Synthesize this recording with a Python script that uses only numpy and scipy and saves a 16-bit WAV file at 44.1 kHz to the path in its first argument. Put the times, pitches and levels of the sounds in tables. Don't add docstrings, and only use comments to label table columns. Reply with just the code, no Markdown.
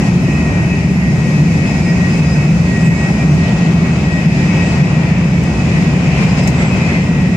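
import sys
import numpy as np
from scipy import signal
from scipy.fft import rfft, irfft
from scipy.io import wavfile
from scipy.ndimage import uniform_filter1d, minimum_filter1d

SR = 44100
rng = np.random.default_rng(int(sys.argv[2]) if len(sys.argv) > 2 else 0)


def invert_db(x):
    u = np.asarray(x, float) / 20
    return 10 ** u


def materialize(psi):
    bounded = np.clip(np.atleast_2d(psi).T, -1, 1)
    quanta = np.round(bounded * 32767).astype(np.int16)
    wavfile.write(sys.argv[1], SR, quanta)


N = 324576


def evened(x):
    return x / np.sqrt(np.mean(abs(x) ** 2) + 1e-20)


def steadied(x, size):
    power = uniform_filter1d(np.mean(abs(np.atleast_2d(x)) ** 2, axis=0), size)
    return x / np.sqrt(power + 1e-9)


def read(points, hz):
    f, value = np.transpose(points)
    return np.interp(np.log(hz + 1), np.log(f + 1), value)


def curve(table):
    s, value = np.transpose(table)
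    return np.interp(np.arange(N) / SR, s, value)


def add(mix, s, sound):
    part = mix[max(round(s * SR), 0):][:len(sound)]
    part += sound[:len(part)]


def swells(table):
    out = np.zeros(N)
    for s, db, length_s in table:
        add(out, s - length_s, db * np.hanning(round(2 * length_s * SR)))
    return out


def drift(width_hz, count):
    step = 16
    shape = (count, N // step + 2)
    z = rng.standard_normal(shape) + 1j * rng.standard_normal(shape)
    r = np.exp(-np.pi * max(width_hz, .2) * step / SR)
    for _ in range(2):
        z = signal.lfilter([1 - r], [1, -r], z)
    return [np.interp(np.arange(N) / step, np.arange(len(row)), row) for row in evened(z)]


# f/Hz, likeness [0-1]
LIKENESS = [(60, 0.98), (200, .99), (350, 0.9), (640, 0.82), (1000, 0.51), (1400, .03), (3000, 0.027)]
# f/Hz, level/dB
LEAN = [(60, -1.5), (130, 0.5), (290, 0.5), (640, 3), (1390, 5.5), (3060, 1), (6730, 0.5), (14800, 4.5)]
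# f/Hz, share
AIRY = [(3000, -0.46), (4500, 0.088), (6000, 0.34), (8000, 0.27), (10500, 0.91)]


def noise(spectrum, level_db, patchy_db, flicker_db, size=512, modes=(), top_db=0):
    frames, hz = N // size + 5, np.fft.rfftfreq(4 * size, 1 / SR)
    a, b, c, d, patches = rng.standard_normal((frames, len(hz), 5)).T
    patches = uniform_filter1d(patches, size=20, axis=0)
    patches = evened(uniform_filter1d(patches, size=8, axis=1))

    same = np.clip(read(LIKENESS, hz), -1, 1)[:, None]
    left = a + 1j * b
    right = same * left + np.sqrt(1 - same ** 2) * (c + 1j * d)

    shape_db = read(spectrum, hz)
    for f, width_hz, db in modes:
        shape_db = shape_db + db / (1 + (2 * (hz - f) / width_hz) ** 2)
    lean_db = read(LEAN, hz) / 2
    top = np.resize((top_db * np.ones(N))[::size], frames) * read(AIRY, hz)[:, None]
    z = np.array([left, right]) * invert_db(shape_db + np.array([lean_db, -lean_db]))[:, :, None]
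    z *= invert_db(patchy_db * patches + top)

    x = signal.istft(z, nperseg=4 * size, noverlap=3 * size)[1][:, :N]
    x = steadied(x, size=3000)
    x = x / np.sqrt(np.mean(x.mean(0) ** 2))
    flicker = np.sqrt(2) * drift(5.9, count=1)[0].real
    return x * invert_db(level_db + flicker_db * flicker)


def tone(hz, level_db, side_db, smear_hz, fuzz):
    mid, side = drift(smear_hz, count=2)
    mid = (1 - fuzz) * mid / abs(mid) + fuzz * mid
    mid = steadied(mid, size=5000)
    side = side * invert_db(side_db)
    phase = 2 * np.pi * np.cumsum(hz * np.ones(N)) / SR
    carrier = np.sqrt(2) * invert_db(level_db) * np.exp(1j * phase)
    return np.array([(carrier * (mid + side)).real, (carrier * (mid - side)).real])


def walls():
    tunnel_s, portal_s = 3.35, .4
    return .5 + .5 * np.tanh(2 * (np.arange(N) / SR - tunnel_s) / portal_s)


# t/s, level/dB
SURFACE = [(0, -30), (.2, -31.5), (.52, -31), (.97, -33), (1.45, -30.5), (1.8, -29.5), (2.38, -29.5),
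           (2.55, -30.5), (3.05, -29.5), (3.3, -30), (4.3, -31.5), (4.62, -28.5), (5.3, -32.5), (5.82, -29),
           (6.0, -31), (6.3, -29), (6.9, -29.5), (7.36, -33.5)]
# t/s, level/dB, length/s
JOINTS = [(.06, 2, .06), (.6, -0.5, 0.056), (1.62, -1, 0.066), (2.8, 1, 0.083), (3.47, 2, 0.068),
          (4.74, 0.5, .08), (4.95, -0.5, .08), (6.22, 3.5, 0.12), (6.39, 4.5, 0.027), (6.48, 3.5, 0.016),
          (6.62, 3, .06), (6.93, 0.5, 0.043)]


def rail():
    rest_db = -30
    return curve(SURFACE) - rest_db + swells(JOINTS)


# f/Hz, level/dB per Hz
BOOM = [(15, -74), (30, -37.5), (45, -31), (58, -20), (95, -13.5), (130, -12), (190, -11), (230, -14.5),
        (265, -21), (350, -23.5), (400, -25), (430, -41), (500, -37.5), (700, -79)]
# f/Hz, width/Hz, level/dB
CABIN = [(71, 18, 8), (115, 14, 2), (210, 15, 5), (243, 16, 4), (281, 12, 7), (322, 20, 3), (388, 25, 2)]


def body_boom():
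    level_db = -15.5 + 0.33 * rail()
    return noise(BOOM, level_db, patchy_db=-0.14, flicker_db=-0.33, size=2048, modes=CABIN)


# f/Hz, level/dB per Hz
FLOOR = [(90, -36.5), (125, -14.5), (150, -2), (162, -4.5), (175, 0.5), (192, -10.5), (240, -72)]
# t/s, level/dB, length/s
LURCHES = [(.15, 3.5, 0.077), (.49, -5.5, 0.13), (.85, -3, .06), (1.42, 4.5, .2), (2.11, -1.5, .08),
           (2.55, 1, .15), (2.75, -5, 0.073), (2.89, 6.5, 0.088), (3.0, -15.5, 0.066), (3.19, -3, 0.061),
           (3.33, 6, .12), (3.73, 4, 0.12), (3.98, -3, 0.12), (4.27, 7, 0.034), (4.68, -3, .1),
           (4.82, 6.5, 0.069), (5.05, 2, 0.1), (5.52, -6, .14), (5.7, -7.5, .06), (5.81, 1.5, 0.2),
           (6.18, -2.5, .05), (6.26, 3, .08), (6.58, -4, 0.035), (6.91, -9, .04), (7.0, -3.5, 0.033),
           (7.2, 3.5, 0.061)]


def floor_boom():
    return noise(FLOOR, -14.5 + swells(LURCHES), patchy_db=1.1, flicker_db=0.36, size=2048)


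# f/Hz, level/dB per Hz
ROAR = [(220, -34), (380, -3), (433, -4), (669, -5), (1060, -11.5), (1150, -13.5), (1640, -14.5),
        (1800, -25), (2340, -21), (3960, -120)]


def wheel_roar():
    level_db = -28 + 0.78 * rail() + 1 * walls()
    return noise(ROAR, level_db, patchy_db=0.6, flicker_db=-0.6)


# f/Hz, level/dB per Hz
RING = [(1400, -56), (1750, -0.5), (1950, 1.5), (2300, 2), (2650, 3), (2850, -6), (3100, -11), (3600, -72)]


def wheel_ring():
    level_db = -34.5 + 0.81 * rail() + 1.45 * walls()
    return noise(RING, level_db, patchy_db=-0.5, flicker_db=1.4)


# f/Hz, level/dB per Hz
HISS = [(1700, -29), (2900, 3.5), (3470, -1), (4550, -2), (5120, 0.5), (5570, -2.5), (6760, -2.5),
        (7600, -6.5), (8500, -14), (10300, -20), (11000, -23.5), (13000, -33), (15300, -42), (15600, -70)]


def air_hiss():
    walled = walls()
    level_db = -38 + 1 * rail() + 0.7 * walled
    open_top_db, walled_top_db = 4.5, 0
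    top_db = open_top_db + (walled_top_db - open_top_db) * walled
    return noise(HISS, level_db, patchy_db=0.85, flicker_db=.5, top_db=top_db)


# t/s, f/Hz
SPEED = [(0, 157.8), (2.2, 158.3), (3.8, 158.6), (5.2, 158.9), (6.2, 159.4), (7.36, 159.9)]
# t/s, level/dB
PULL = [(0, -38), (.16, -44), (.42, -34), (.95, -40.5), (1.22, -36.5), (1.62, -37), (2.12, -33),
        (2.48, -41.5), (2.62, -35), (3.05, -33.5), (3.2, -39), (3.85, -35.5), (3.99, -50), (4.1, -35.5),
        (4.67, -36), (5.25, -41), (6.95, -41), (7.22, -36)]
ORDER = [
    (12, 0.5, 0.42, 0.5, 8.6),
    (13, -56, 0.75, 10, 5.4),
    (14, -48.5, 0.8, -1.5, 11),
    (15, -47.5, 0.56, -6, 16),
    (16, -43, 1.2, -5, 6.8),
]
# t/s, level/dB, length/s, order
WHINES = [(1.05, 13, .3, 13), (1.75, 4, .3, 13), (2.6, 13, .2, 13), (4.85, 10, .2, 13), (5.8, 7, .5, 13),
          (6.9, 13.5, 1, 13), (1.7, 8, 0.48, 14), (2.2, 11, 0.49, 14), (3.05, 9, 0.49, 14),
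          (3.8, 8, .25, 14), (4.55, 10, 0.29, 14), (5.85, 7, .2, 14), (6.202, 2, .2, 14), (6.85, 4, .3, 14),
          (.5, 10, 0.68, 15), (1.95, 10, 0.3, 15), (3.202, 9, 0.27, 15), (4.55, 6.5, .35, 15),
          (5.75, 11.5, .25, 15), (6.15, 7, .25, 15), (6.9, 8, .5, 15)]


def motor():
    rate_hz, track_db = curve(SPEED), rail()
    pull_fade_db, pull_fade_hz = 3.5, 14
    fade_db, fade_hz = 3, 8
    drive = [curve(PULL) + pull_fade_db * drift(pull_fade_hz, count=1)[0].real]
    for fade in drift(fade_hz, count=len(ORDER))[1:]:
        drive.append(fade_db * np.sqrt(2) * fade.real)

    out = np.zeros((2, N))
    for own_db, (order, db, share, side_db, smear_hz) in zip(drive, ORDER):
        order = round(order)
        opened_db = swells(row[:-1] for row in WHINES if round(row[-1]) == order)
        level_db = own_db + db + share * track_db + opened_db
        out += tone(order * rate_hz, level_db, side_db, smear_hz, fuzz=.8)
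    return out


# t/s, level/dB, length/s
SINGS = [(.37, 9, 0.14), (.72, 11.5, 0.11), (1.37, 6, .07), (1.68, 7, .12), (2.2, 4.5, 0.15),
         (2.43, 7, .12), (2.87, 10, 0.078), (3.08, 4, .06), (3.65, 8, .06), (3.94, 5, 0.052), (4.3, 6, .08),
         (4.6, 7.5, 0.28), (4.92, 6, .07), (5.56, 5, 0.14), (6.42, 4.5, 0.11), (6.76, 10.5, .1),
         (6.9, 5.5, .07)]
# t/s, level/dB, length/s
OCTAVE_SQUEALS = [(1.7, 12, .1), (1.87, 15, 0.18), (2.12, 17, 0.075), (2.31, 15.5, .15), (3.0, 10, .15),
                  (3.47, 8, .08), (4.4, 7, 0.55), (5.85, 4, .15), (6.22, 12, .08), (6.31, 14, .04),
                  (6.42, 17.5, 0.12)]
# t/s, level/dB, length/s
THIRD_SQUEALS = [(1.57, 10, .12), (1.85, 11.5, .12), (2.15, 11, .12), (2.35, 8, .12), (2.85, 22, 0.13),
                 (3.02, 17.5, 0.15), (4.1, 10, 0.28), (4.67, 17.5, .18), (6.44, 18, .07), (6.63, 23, 0.18)]
# f/Hz, width/Hz, level/dB, slope/dB per s, share of third-multiple level
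RIM_TOP = [
    (7678, 26, -3, 0, 1),
    (10230, 220, -45, -1.3, .3),
    (12790, 90, -56, -1, .3),
]


def wheel_rims():
    t, wander = np.arange(N) / SR, np.sqrt(2) * drift(9, count=1)[0]
    rim_hz = 2567 + 6 * wander.real
    rim_db = -40.5 + .9 * rail() + swells(SINGS)
    out = tone(rim_hz, rim_db, side_db=-1.5, smear_hz=14, fuzz=.4)

    octave_hz = 5045 + 25 * wander.imag
    octave_db = -55 + swells(OCTAVE_SQUEALS)
    out += tone(octave_hz, octave_db, side_db=-1.2, smear_hz=60, fuzz=.95)

    third_db = -61 + swells(THIRD_SQUEALS)
    for hz, width_hz, db, slope, share in RIM_TOP:
        level_db = share * third_db + db + slope * t
        out += tone(hz, level_db, side_db=-1.5, smear_hz=width_hz, fuzz=0.73)
    return out


# t/s, crack level/dB, t60/s, left minus right/dB, rattle level/dB
TICKS = [
    (5.4368, -24, .005, 5, -18),
    (6.435, -34, .03, 5, -20),
    (6.4752, -16, .005, 5, -6),
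    (6.4885, -28, .012, 5, -12),
    (6.503, -33, .02, 5, -20),
]
# f/Hz, level/dB per Hz
CRACK = [(3000, -30), (5000, -6), (6000, 0), (8000, -2), (10000, -9), (12000, -11), (14000, -7),
         (16000, -12)]
# f/Hz, level/dB per Hz
RATTLE = [(3500, -36), (5000, 2), (6500, 1), (8000, -2.5), (9500, -20), (14000, -22), (16000, -34)]


def shaped_burst(spectrum, size):
    hz = np.fft.rfftfreq(size, 1 / SR)
    return evened(irfft(rfft(rng.standard_normal((2, size))) * invert_db(read(spectrum, hz))))


def ticks():
    size = 2048
    out, t = np.zeros((2, N)), np.arange(size) / SR
    rattle_t60_s, attack_s = 0.077, 0.00033
    for s, db, t60_s, pan_db, rattle_db in TICKS:
        burst = shaped_burst(CRACK, size) * invert_db(-60 * t / t60_s)
        burst += shaped_burst(RATTLE, size) * invert_db(rattle_db - 60 * t / rattle_t60_s)
        burst *= np.minimum(t / attack_s, 1)
        at = round(s * SR)
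        out[:, at:at + size] += burst * invert_db(db + np.array([[pan_db / 2], [-pan_db / 2]]))
    return out


def scene():
    train = body_boom() + floor_boom() + wheel_roar() + wheel_ring() + air_hiss()
    return train + motor() + wheel_rims() + ticks()


def roll_off(x):
    return signal.sosfilt(signal.butter(12, 15370, fs=SR, output="sos"), x)


# f/Hz, reach [0-1]
TOP = [(8000, 0), (10500, 1)]


def record(dry):
    level_db = 20 * np.log10(abs(dry).max(0) + 1e-6)
    fall_db = np.arange(N) * 60. / SR
    peak_db = np.maximum.accumulate(level_db + fall_db) - fall_db
    over_db = np.maximum(peak_db + 5.5, 0)
    window = np.hanning(400) / np.hanning(400).sum()
    held = dry * invert_db(1.63 - 0.38 * signal.oaconvolve(over_db, window, "same"))

    ceiling = np.minimum(.93 / (abs(held).max(0) + 1e-6), 1)
    ceiling = minimum_filter1d(ceiling, size=601)
    held = held * uniform_filter1d(uniform_filter1d(ceiling, size=301), size=301)

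    hz, _, z = signal.stft(held, SR, nperseg=1024)
    power = uniform_filter1d(abs(z) ** 2, size=5, axis=2)
    around = uniform_filter1d(power, size=15, axis=1)
    above_db = 10 * np.log10(power / (around + 1e-20) + 1e-9)
    cut_db = read(TOP, hz)[:, None] * 2.5 * np.clip(above_db - .5, -10, 0)
    edge_hz = 15450
    z = z * (hz < edge_hz)[:, None] * invert_db(cut_db)
    mix = signal.istft(z, SR, nperseg=1024)[1][:, :N]
    return roll_off(mix)


dry = scene()
out = record(dry)
materialize(out)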